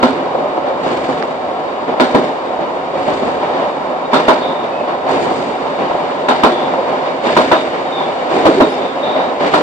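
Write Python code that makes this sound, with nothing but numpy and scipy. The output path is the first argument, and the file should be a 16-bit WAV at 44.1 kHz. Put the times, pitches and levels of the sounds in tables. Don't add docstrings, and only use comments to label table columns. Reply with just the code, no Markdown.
import sys
import numpy as np
from scipy import signal
from scipy.fft import rfft, irfft, next_fast_len
from scipy.io import wavfile

SR = 44100
rng = np.random.default_rng(int(sys.argv[2]) if len(sys.argv) > 2 else 0)


def to_wav(s):
    ch = np.atleast_2d(s).T
    pcm = np.round(np.clip(ch, -1, 1) * 32767)
    wavfile.write(sys.argv[1], SR, pcm.astype(np.int16))


N = 424241


def amp(db):
    return 10 ** (np.asarray(db) / 20)


def evened(x):
    return x / np.sqrt(np.mean(x ** 2) + 1e-20)


def read(points, hz):
    f, value = np.transpose(points)
    return np.interp(np.log(hz + 1), np.log(f + 1), value)


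def follow(rows, axis):
    rows = np.array(rows)
    return np.interp(np.arange(N) / SR, rows[:, 0], rows[:, axis])


def add(mix, s, sound):
    start = round(s * SR)
    sound = sound[:, max(-start, 0):]
    part = mix[:, max(start, 0):][:, :sound.shape[1]]
    part += sound[:, :part.shape[1]]


def wander(hz, size):
    f = np.fft.rfftfreq(N, 1 / SR)
    noise = rfft(rng.standard_normal(N))
    return evened(irfft(noise / (1 + (f / hz) ** 4), N))[:size]


def fuzz(width, size):
    a, b = rng.standard_normal((2, 2, size + SR // 2))
    lowpass = signal.butter(2, width / 2, fs=SR, output="sos")
    z = signal.sosfilt(lowpass, a + 1j * b)[:, -size:]
    return z / np.sqrt(np.mean(abs(z) ** 2))


def jitter(hz, size):
    return evened(fuzz(2 * hz, size=size)[0].real)


SKIRT_DB_PER_OCTAVE = 15


def colour_db(spectrum, hz):
    inside = np.clip(hz, spectrum[0][0], spectrum[-1][0])
    octaves_out = abs(np.log2((hz + 1) / (inside + 1)))
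    return read(spectrum, hz) - SKIRT_DB_PER_OCTAVE * octaves_out


# [f/Hz, left minus right/dB]
MIC_BALANCE = [(40, -3.5), (120, -1.5), (300, -1.7), (440, -2.3), (620, 0), (850, .5), (1200, -2.8),
               (1700, 0), (3300, 1), (8000, -1)]
# [f/Hz, left lead/rad]
MIC_LEAD = [(20, 0), (300, .05), (430, .2), (690, .6), (1030, .65), (2070, 3.9), (3190, 7.2), (4740, 10.7),
            (6500, 14.8), (9000, 20.5)]


def ports(hz, wave):
    side = amp(read(MIC_BALANCE, hz) / 2)
    right = wave / side * np.exp(-1j * read(MIC_LEAD, hz))
    return np.array([wave * side, right]).real


# [f/Hz, likeness 0-1]
MIC_LIKENESS = [(30, .6), (80, .83), (160, .92), (320, .82), (450, .7), (700, .66), (1100, .45), (1700, .3),
                (3300, .42), (8000, .3)]
# [f/Hz, width/Hz, lift/dB]
BODY_RESONANCES = [(77.4, 5.1, 0.5), (156, 51, 3.5), (199.4, 47, -2), (263, 56, 7.5), (309, 37, -4.5),
                   (345, 12, 1.5), (530, 43, 3), (590, 16, 4), (640.6, 11, 4.5), (663, 44, -1.5),
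                   (741.6, 29, 5.5), (958, 26, 0.5), (1094, 49, 3.5), (1151, 140, -3.5), (1218, 61, 4.5),
                   (1341, 58, 4.5), (2320, 75, 3.5), (2655, 100, -2.5), (2860, 350, 3), (3656, 230, 6),
                   (4350, 440, 2.5), (4540, 35, 5)]


def cabin(spectrum, size):
    fft_size = next_fast_len(size)
    hz = np.fft.rfftfreq(fft_size, 1 / SR)
    a, b, c, d = rng.standard_normal((4, len(hz)))
    same = np.clip(read(MIC_LIKENESS, hz), 0, 1)
    left = a + 1j * b
    right = same * left + np.sqrt(1 - same ** 2) * (c + 1j * d)
    right = right * np.exp(-1j * read(MIC_LEAD, hz))
    body_db = sum(db / (1 + (2 * (hz - f) / width) ** 2) for f, width, db in BODY_RESONANCES)
    side = amp(read(MIC_BALANCE, hz) / 2)
    shaped = np.array([left * side, right / side]) * amp(colour_db(spectrum, hz) + body_db)
    pair = irfft(shaped, fft_size)[:, :size]
    return pair / np.std(pair.mean(0))


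def swell(start, length, attack, t60, sag_db=0):
    t = np.maximum(np.arange(N) / SR - start, 0)
    fall_db = sag_db * np.minimum(t, length) - 60 * np.maximum(t - length, 0) / t60
    return np.minimum(t / attack, 1) ** 2 * amp(np.maximum(fall_db, -100)) ** 2


# [t/s, roar level/dB, level of wheel rush at the window/dB]
TRACK_LEVELS = [(0.0, -20, -36.5), (.7, -19, -37.5), (1.45, -21.5, -38), (2.0, -20, -37.5),
                (2.8, -21, -37.5), (3.55, -19, -34.5), (3.98, -21, -38), (4.4, -19, -36.5),
                (5.0, -20.5, -37.5), (5.6, -20, -34.5), (5.95, -18, -33), (6.25, -19.5, -34.5),
                (6.9, -17, -33.5), (7.2, -22, -35), (8.1, -19.5, -33), (8.92, -21, -34.5), (9.22, -19, -35),
                (9.4, -19.5, -34.5)]
# [t/s, attack/s, length/s, hiss level/dB, rush level/dB, rumble level/dB, heave level/dB]
WORN_RAIL = [(0.0, 0.023, 0.11, -49, -33, -21, -58), (0.78, 0.1, 0.37, -37, -32.5, -24.5, -44),
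             (1.985, 0.025, 0.26, -41, -31, -22, -54), (2.903, 0.17, 0.37, -38, -35, -29, -40.5),
             (4.11, 0.016, 0.25, -43, -29.5, -25.5, -63), (5.066, 0.037, 0.38, -35, -35.5, -20, -48),
             (6.29, 0.02, 0.28, -48, -30.5, -28, -55), (7.22, 0.047, 0.39, -34.5, -27, -19.5, -51),
             (8.277, 0.074, 0.4, -34.5, -30, -17.5, -49), (9.393, 0.021, 0.28, -37.5, -28, -19.5, -52)]
# [t/s, length/s, roar level/dB, boom level/dB]
RAIL_DIPS = [(0.65, 0.04, -23.5, -39), (0.84, 0.075, -21, -26), (1.096, 0.03, -24, -23),
             (1.866, 0.045, -20.5, -21), (2.598, 0.04, -22.5, -25), (2.93, 0.076, -23, -24.5),
             (3.068, 0.054, -18, -21), (3.209, 0.063, -23, -20.5), (3.41, 0.043, -19.5, -29),
             (3.524, 0.11, -19.5, -28.5), (4.435, 0.024, -23, -28), (4.626, 0.019, -20, -28),
             (4.865, 0.051, -20.5, -40), (5.056, 0.11, -16.5, -36), (5.236, 0.069, -20.5, -29),
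             (5.775, 0.058, -21, -21), (6.86, 0.22, -23, -32), (7.04, .04, -20, -34),
             (7.238, 0.062, -15, -28), (7.716, 0.036, -20.5, -36), (7.986, 0.035, -20.5, -29),
             (8.29, 0.18, -18, -34), (8.51, 0.16, -25, -26), (8.792, 0.031, -22, -24),
             (9.025, 0.12, -21, -26.5), (9.146, 0.095, -17, -33), (9.394, 0.063, -16.5, -30)]
# [f/Hz, density/dB per Hz]
ROAR_COLOUR = [(120, -36), (250, -13.5), (380, -9), (580, -0.5), (800, -2), (1020, -3.5), (1200, -10.5),
               (1500, -18), (2200, -25.5), (5000, -50)]
BOOM_COLOUR = [(20, -32.5), (50, -30), (70, -19), (105, -17.5), (150, -7), (200, -3), (260, -2.5),
               (340, 4.5), (500, 1.5), (1200, -75)]
HEAVE_COLOUR = [(18, -14.5), (35, -7), (55, -10), (80, 0.5), (115, -3), (170, -18), (400, -50)]
RUSH_COLOUR = [(500, -35), (1100, -14.5), (1500, 5), (2000, 3), (2700, -3.5), (3300, -5), (3750, -6.5),
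               (4100, -10.5), (4600, -9.5), (5300, -17.5), (7000, -26.5), (10000, -60.5)]
HISS_COLOUR = [(20, -5), (60, 7), (110, 10), (400, 4.5), (2000, 20.5), (3600, 11), (4700, 14), (5700, 4),
               (7000, 9.5), (8200, 3), (9200, -6), (10500, -16), (14000, -37), (17000, -45)]
BOOM_RE_ROAR_DB, HISS_RE_RUSH_DB = -7.5, -10.5
HEAVE_DB = -52
WORN_SAG_DB_PER_S, WORN_T60_S = -10, 1
BUMP_RISE_S, BUMP_FADE_T60_S = 0.014, 0.33
BUMP_RUSH_DB = -14.5


def rolling(roar_db=0.13, boom_db=-0.3, rush_db=-1, hiss_db=0.5, judder_db=0.8, judder_hz=30, grit_db=2.0, grit_hz=70):
    track_db = follow(TRACK_LEVELS, axis=1)
    window_db = follow(TRACK_LEVELS, axis=2)
    roar = amp(track_db) ** 2
    boom = amp(track_db + BOOM_RE_ROAR_DB) ** 2
    rush = amp(window_db) ** 2
    hiss = amp(window_db + HISS_RE_RUSH_DB) ** 2
    heave = amp(HEAVE_DB) ** 2
    grit = amp(grit_db * wander(grit_hz, size=N)) ** 2
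    for s, attack, length, worn_hiss_db, worn_rush_db, rumble_db, heave_db in WORN_RAIL:
        power = grit * swell(s, length, attack, WORN_T60_S, WORN_SAG_DB_PER_S)
        hiss = hiss + power * amp(worn_hiss_db) ** 2
        rush = rush + power * amp(worn_rush_db) ** 2
        boom = boom + power * amp(rumble_db) ** 2
        heave = heave + power * amp(heave_db) ** 2
    for s, length, bump_roar_db, bump_boom_db in RAIL_DIPS:
        power = swell(s, length, BUMP_RISE_S, BUMP_FADE_T60_S)
        roar = roar + power * amp(bump_roar_db) ** 2
        boom = boom + power * amp(bump_boom_db) ** 2
        rush = rush + power * amp(bump_roar_db + BUMP_RUSH_DB) ** 2
    judder = judder_db * wander(judder_hz, size=N)
    return (cabin(ROAR_COLOUR, size=N) * np.sqrt(roar) * amp(roar_db + judder)
            + cabin(BOOM_COLOUR, size=N) * np.sqrt(boom) * amp(boom_db + judder)
            + cabin(HEAVE_COLOUR, size=N) * np.sqrt(heave) * amp(judder)
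            + cabin(RUSH_COLOUR, size=N) * np.sqrt(rush) * amp(rush_db + judder / 2)
            + cabin(HISS_COLOUR, size=N) * np.sqrt(hiss) * amp(hiss_db + judder / 2))


# [f/Hz, width/Hz, level re window column of TRACK_LEVELS/dB]
STEEL_MODES = [(2290, 70, -12), (2890, 110, -12), (3760, 80, -11.5)]
RAIL_SWELL_HZ, RAIL_SWELL_DB = 9, 2.5
RAIL_DRIFT = .008


def rails():
    out = np.zeros((2, N))
    window_db = follow(TRACK_LEVELS, axis=2)
    for hz, width, db in STEEL_MODES:
        pitch = hz * (1 + RAIL_DRIFT * wander(RAIL_SWELL_HZ, size=N))
        turns = np.cumsum(pitch) / SR
        level = amp(db + window_db + RAIL_SWELL_DB * wander(RAIL_SWELL_HZ, size=N))
        out += level * (fuzz(width, size=N) * np.exp(2j * np.pi * turns)).real
    return out


BOUNCE_SAG_DB = -2.5


def blow(colour, rise, hold, t60, rattle_db=0, rattle_hz=130):
    t = np.arange(SR // 2) / SR
    fall_db = BOUNCE_SAG_DB * np.minimum(t / hold, 1) - 60 * np.maximum(t - hold, 0) / t60
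    envelope = (1 - np.exp(-t / rise)) * amp(fall_db)
    ring = cabin(colour, size=len(t)) * envelope * amp(rattle_db * jitter(rattle_hz, size=len(t)))
    return ring * np.linalg.norm(envelope) / np.linalg.norm(ring.mean(0))


# [f/Hz, level re knock/dB, t60/s]
BOGIE_RINGS = [(341, -17, 0.3), (396, -12, 0.28), (604, -8.5, 0.43), (648, -4.5, 0.3), (748, -14, 0.27),
               (982, -2.5, 0.093), (1373, -9.5, 0.21), (1450, -22, .12), (2225, -28, 0.19)]
FLOOR_RING_DB, FLOOR_RING_T60_S = -8.5, 0.29


def chime(floor_hz, rise=0.0008, spread_db=2):
    t = np.arange(SR // 2) / SR
    out = np.zeros((2, len(t)))
    for hz, db, t60 in [(floor_hz, FLOOR_RING_DB, FLOOR_RING_T60_S)] + BOGIE_RINGS:
        phasor = np.exp(2j * np.pi * (hz * t + rng.random()))
        wave = phasor * amp(db + spread_db * rng.standard_normal() - 60 * t / t60)
        out += ports(hz, wave)
    return out * (1 - np.exp(-t / rise))


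# [f/Hz, density/dB per Hz]
KNOCK_COLOUR = [(60, -62), (200, -30), (350, -14), (600, -4.5), (1000, 0.5), (1200, -8.5), (1500, -9.5),
                (2200, -22.5), (4000, -26), (9000, -65)]
THUD_COLOUR = [(60, -39), (110, -32), (150, -7.5), (195, -4.5), (232, 5), (265, 4.5), (340, 5.5), (500, 3),
               (1200, -75)]
CRACK_COLOUR = [(600, -1), (1400, 4.5), (2000, 0.5), (2800, -8), (3700, -1), (4600, -5.5), (5600, -14),
                (8000, -17.5), (9500, -27), (14000, -52), (17000, -71)]
SNAP_COLOUR = [(700, 1), (1300, 4.5), (2300, 0.5), (3800, -12), (5500, -36), (9000, -43), (14000, -57)]
JOLT_COLOUR = [(15, -14), (50, -20), (90, 10), (150, -16), (400, -41)]
FLOOR_HZ = 250
SNAP_DB = 4
CHIME_DB = 2.5
RATTLE_DB = 3


def clack(bounce_s, bogie_db, floor_db, steel_db, jolt_db, floor_hz):
    floor = [(hz * floor_hz / FLOOR_HZ, db) for hz, db in THUD_COLOUR]
    knock = amp(-0.5) * blow(KNOCK_COLOUR, rise=0.0017, hold=bounce_s, t60=0.22)
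    knock = amp(bogie_db) * (knock + amp(CHIME_DB) * chime(floor_hz))
    thud = amp(floor_db - 0.6) * blow(floor, rise=0.0036, hold=bounce_s, t60=0.21)
    crack = blow(CRACK_COLOUR, rise=0.0013, hold=bounce_s / 2, t60=0.41, rattle_db=RATTLE_DB)
    snap = blow(SNAP_COLOUR, rise=.0006, hold=.005, t60=.035, rattle_db=RATTLE_DB)
    steel = amp(steel_db) * crack + amp(steel_db + SNAP_DB) * snap
    jolt = amp(jolt_db) * blow(JOLT_COLOUR, rise=.003, hold=0.0075, t60=0.042)
    return knock + thud + steel + jolt


# [t/s, bouncing/s, knock level/dB,
# thud level/dB, crack level/dB, suspension jolt level/dB, floor f/Hz]
AXLE_LANDINGS = [(.027, 0.019, -7.5, -7.5, -21, -34, 249), (1.998, 0.024, -9, -8, -18.5, -50, 248),
                 (2.146, 0.0076, -8, -3.5, -24.5, -33, 252), (4.131, 0.05, -10, -15, -20.5, -58, 245),
                 (4.281, 0.021, -4.5, -11.5, -22.5, -53, 248), (6.284, 0.037, -9, -18, -21, -42, 251.5),
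                 (6.434, 0.02, -4, -8, -19, -34, 251), (7.365, .03, -8, -9.5, -19.5, -29, 255),
                 (7.514, 0.016, -4.5, -9.5, -29, -32, 257), (8.453, 0.025, -7.5, -4, -23, -27, 313),
                 (8.601, 0.016, -6.5, -4.5, -35, -33, 321), (9.536, 0.018, -8.5, -20, -19.5, -33, 305)]


def joints():
    out = np.zeros((2, N))
    for s, *landing in AXLE_LANDINGS:
        add(out, s, clack(*landing))
    return out


# [t at its height/s, f/Hz, peak level before roughness/dB]
PANEL_DRUMMING = [(.107, 266, -14), (.459, 587, -18), (.711, 540, -12), (0.986, 530, -15), (1.1, 513, -21),
                  (1.099, 275, -16), (2.955, 546, -19), (3.088, 590, -21), (3.445, 607, -17),
                  (3.561, 530, -19), (3.602, 660, -14), (5.953, 710, -15.5), (6.535, 350, -15),
                  (6.792, 535, -12.5), (7.25, 555, -13), (8.342, 395, -21), (8.374, 576, -19),
                  (8.4, 740, -16), (8.527, 527, -16), (8.49, 326, -4.5), (8.585, 380, -10.5),
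                  (8.626, 262, -6), (8.678, 424, -10.5), (8.809, 567, -13.5), (9.044, 580, -12),
                  (9.169, 622, -10), (9.419, 580, -18)]


def panels(build_s=0.015, fade_s=0.016, rough=0.22, rough_hz=110):
    out = np.zeros((2, N))
    t = np.arange(-SR // 10, SR // 5) / SR
    envelope = np.exp(-(t / np.where(t < 0, build_s, fade_s)) ** 2)
    for s, hz, db in PANEL_DRUMMING:
        tone = np.exp(2j * np.pi * (hz * t + rng.random()))
        wave = tone * (1 + rough * fuzz(rough_hz, size=len(t))[0])
        add(out, s + t[0], amp(db) * envelope * ports(hz, wave))
    return out


# [t/s, level/dB]
ROAR_LUMPS = [(.35, -10.5), (.404, -13), (.577, -12), (1.089, -11), (1.512, -15), (2.589, -12), (3.08, -11),
              (5.103, -10), (5.311, -11), (5.909, -12), (5.947, -13)]
# [f/Hz, density/dB per Hz]
LUMP_COLOUR = [(100, -40), (200, -14), (350, -4), (600, 0), (900, -2), (1300, -16), (2500, -36),
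               (5000, -62)]


def lumps():
    out = np.zeros((2, N))
    for s, db in ROAR_LUMPS:
        add(out, s, amp(db) * blow(LUMP_COLOUR, rise=.0007, hold=.006, t60=.04))
    return out


# [t/s, level at right/dB]
FITTING_TICKS = [(1.224, -12), (1.2265, -1.5)]
# [f/Hz, level/dB, half length/s]
FITTING_MODES = [(1450, 0, .00036), (4500, -12, .00025)]
TICK_LEFT_DB = -18


def tick():
    out = np.zeros((2, N))
    t = np.arange(-SR // 500, SR // 500) / SR
    snap = np.zeros(len(t))
    for hz, db, width in FITTING_MODES:
        snap -= np.sin(2 * np.pi * hz * t) * amp(db) * np.exp(-(t / width) ** 2)
    for s, db in FITTING_TICKS:
        add(out, s + t[0], amp([[db + TICK_LEFT_DB], [db]]) * snap)
    return out


# [t/s, length/s, start f/Hz, end f/Hz, tone level/dB, scrape level/dB]
FLANGE_SQUEALS = [(4.373, .07, 4420, 4350, -47, -42), (4.408, 0.13, 3660, 3600, -35, -32),
                  (4.44, .29, 3600, 3670, -43, -41), (4.71, 0.17, 2570, 2570, -39, -47),
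                  (6.491, 0.26, 3500, 3530, -48, -34), (7.532, .12, 3690, 3640, -41, -30),
                  (7.909, .12, 3660, 3610, -31, -35), (7.96, 0.15, 3490, 3540, -38, -35),
                  (8.62, 0.072, 3720, 3720, -33, -36), (8.67, 0.18, 3640, 3540, -46, -38),
                  (8.782, .19, 3610, 3590, -45, -36.5), (9.015, .12, 3640, 3690, -33, -30),
                  (9.036, .21, 3610, 3640, -46, -34), (9.077, .15, 3760, 3730, -34.5, -41),
                  (9.159, 0.18, 3770, 3800, -43, -40), (8.68, .08, 10100, 10020, -58, -55),
                  (8.677, .12, 5130, 5220, -52, -45)]
SLIP_HZ, SLIP_DB, SLIP_BEND_HZ = 45, 2.5, 18
RASP, RASP_HZ = .6, 140


def flange(rise=0.2, scrape_hz=330):
    out = np.zeros((2, N))
    for s, length, from_hz, to_hz, tone_db, scrape_db in FLANGE_SQUEALS:
        t = np.arange(round(length * SR)) / SR
        glide = from_hz + (to_hz - from_hz) * t / length
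        hz = glide + SLIP_BEND_HZ * jitter(SLIP_HZ, size=len(t))
        grip = evened(amp(SLIP_DB * jitter(SLIP_HZ, size=len(t))))
        tone = grip * np.exp(2j * np.pi * rng.random((2, 1)) / 4) + RASP * fuzz(RASP_HZ, size=len(t))
        rub = amp(tone_db) * tone + amp(scrape_db) * fuzz(scrape_hz, size=len(t))
        ring = np.sqrt(2) * (rub * np.exp(2j * np.pi * np.cumsum(hz) / SR)).real
        add(out, s, ring * np.interp(t / length, [0, rise, .6, 1], [0, 0.99, 0.94, 0.16]))
    return out


def scene():
    return rolling() + rails() + joints() + panels() + lumps() + tick() + flange()


EDGE_HZ = 15300


def record(dry):
    clipped = np.clip(dry, -1, 1)
    lowpass = signal.firwin(255, EDGE_HZ, window=("kaiser", 8), fs=SR)
    return signal.oaconvolve(clipped, lowpass[None], "same", axes=1)


dry = scene()
out = record(dry)
to_wav(out)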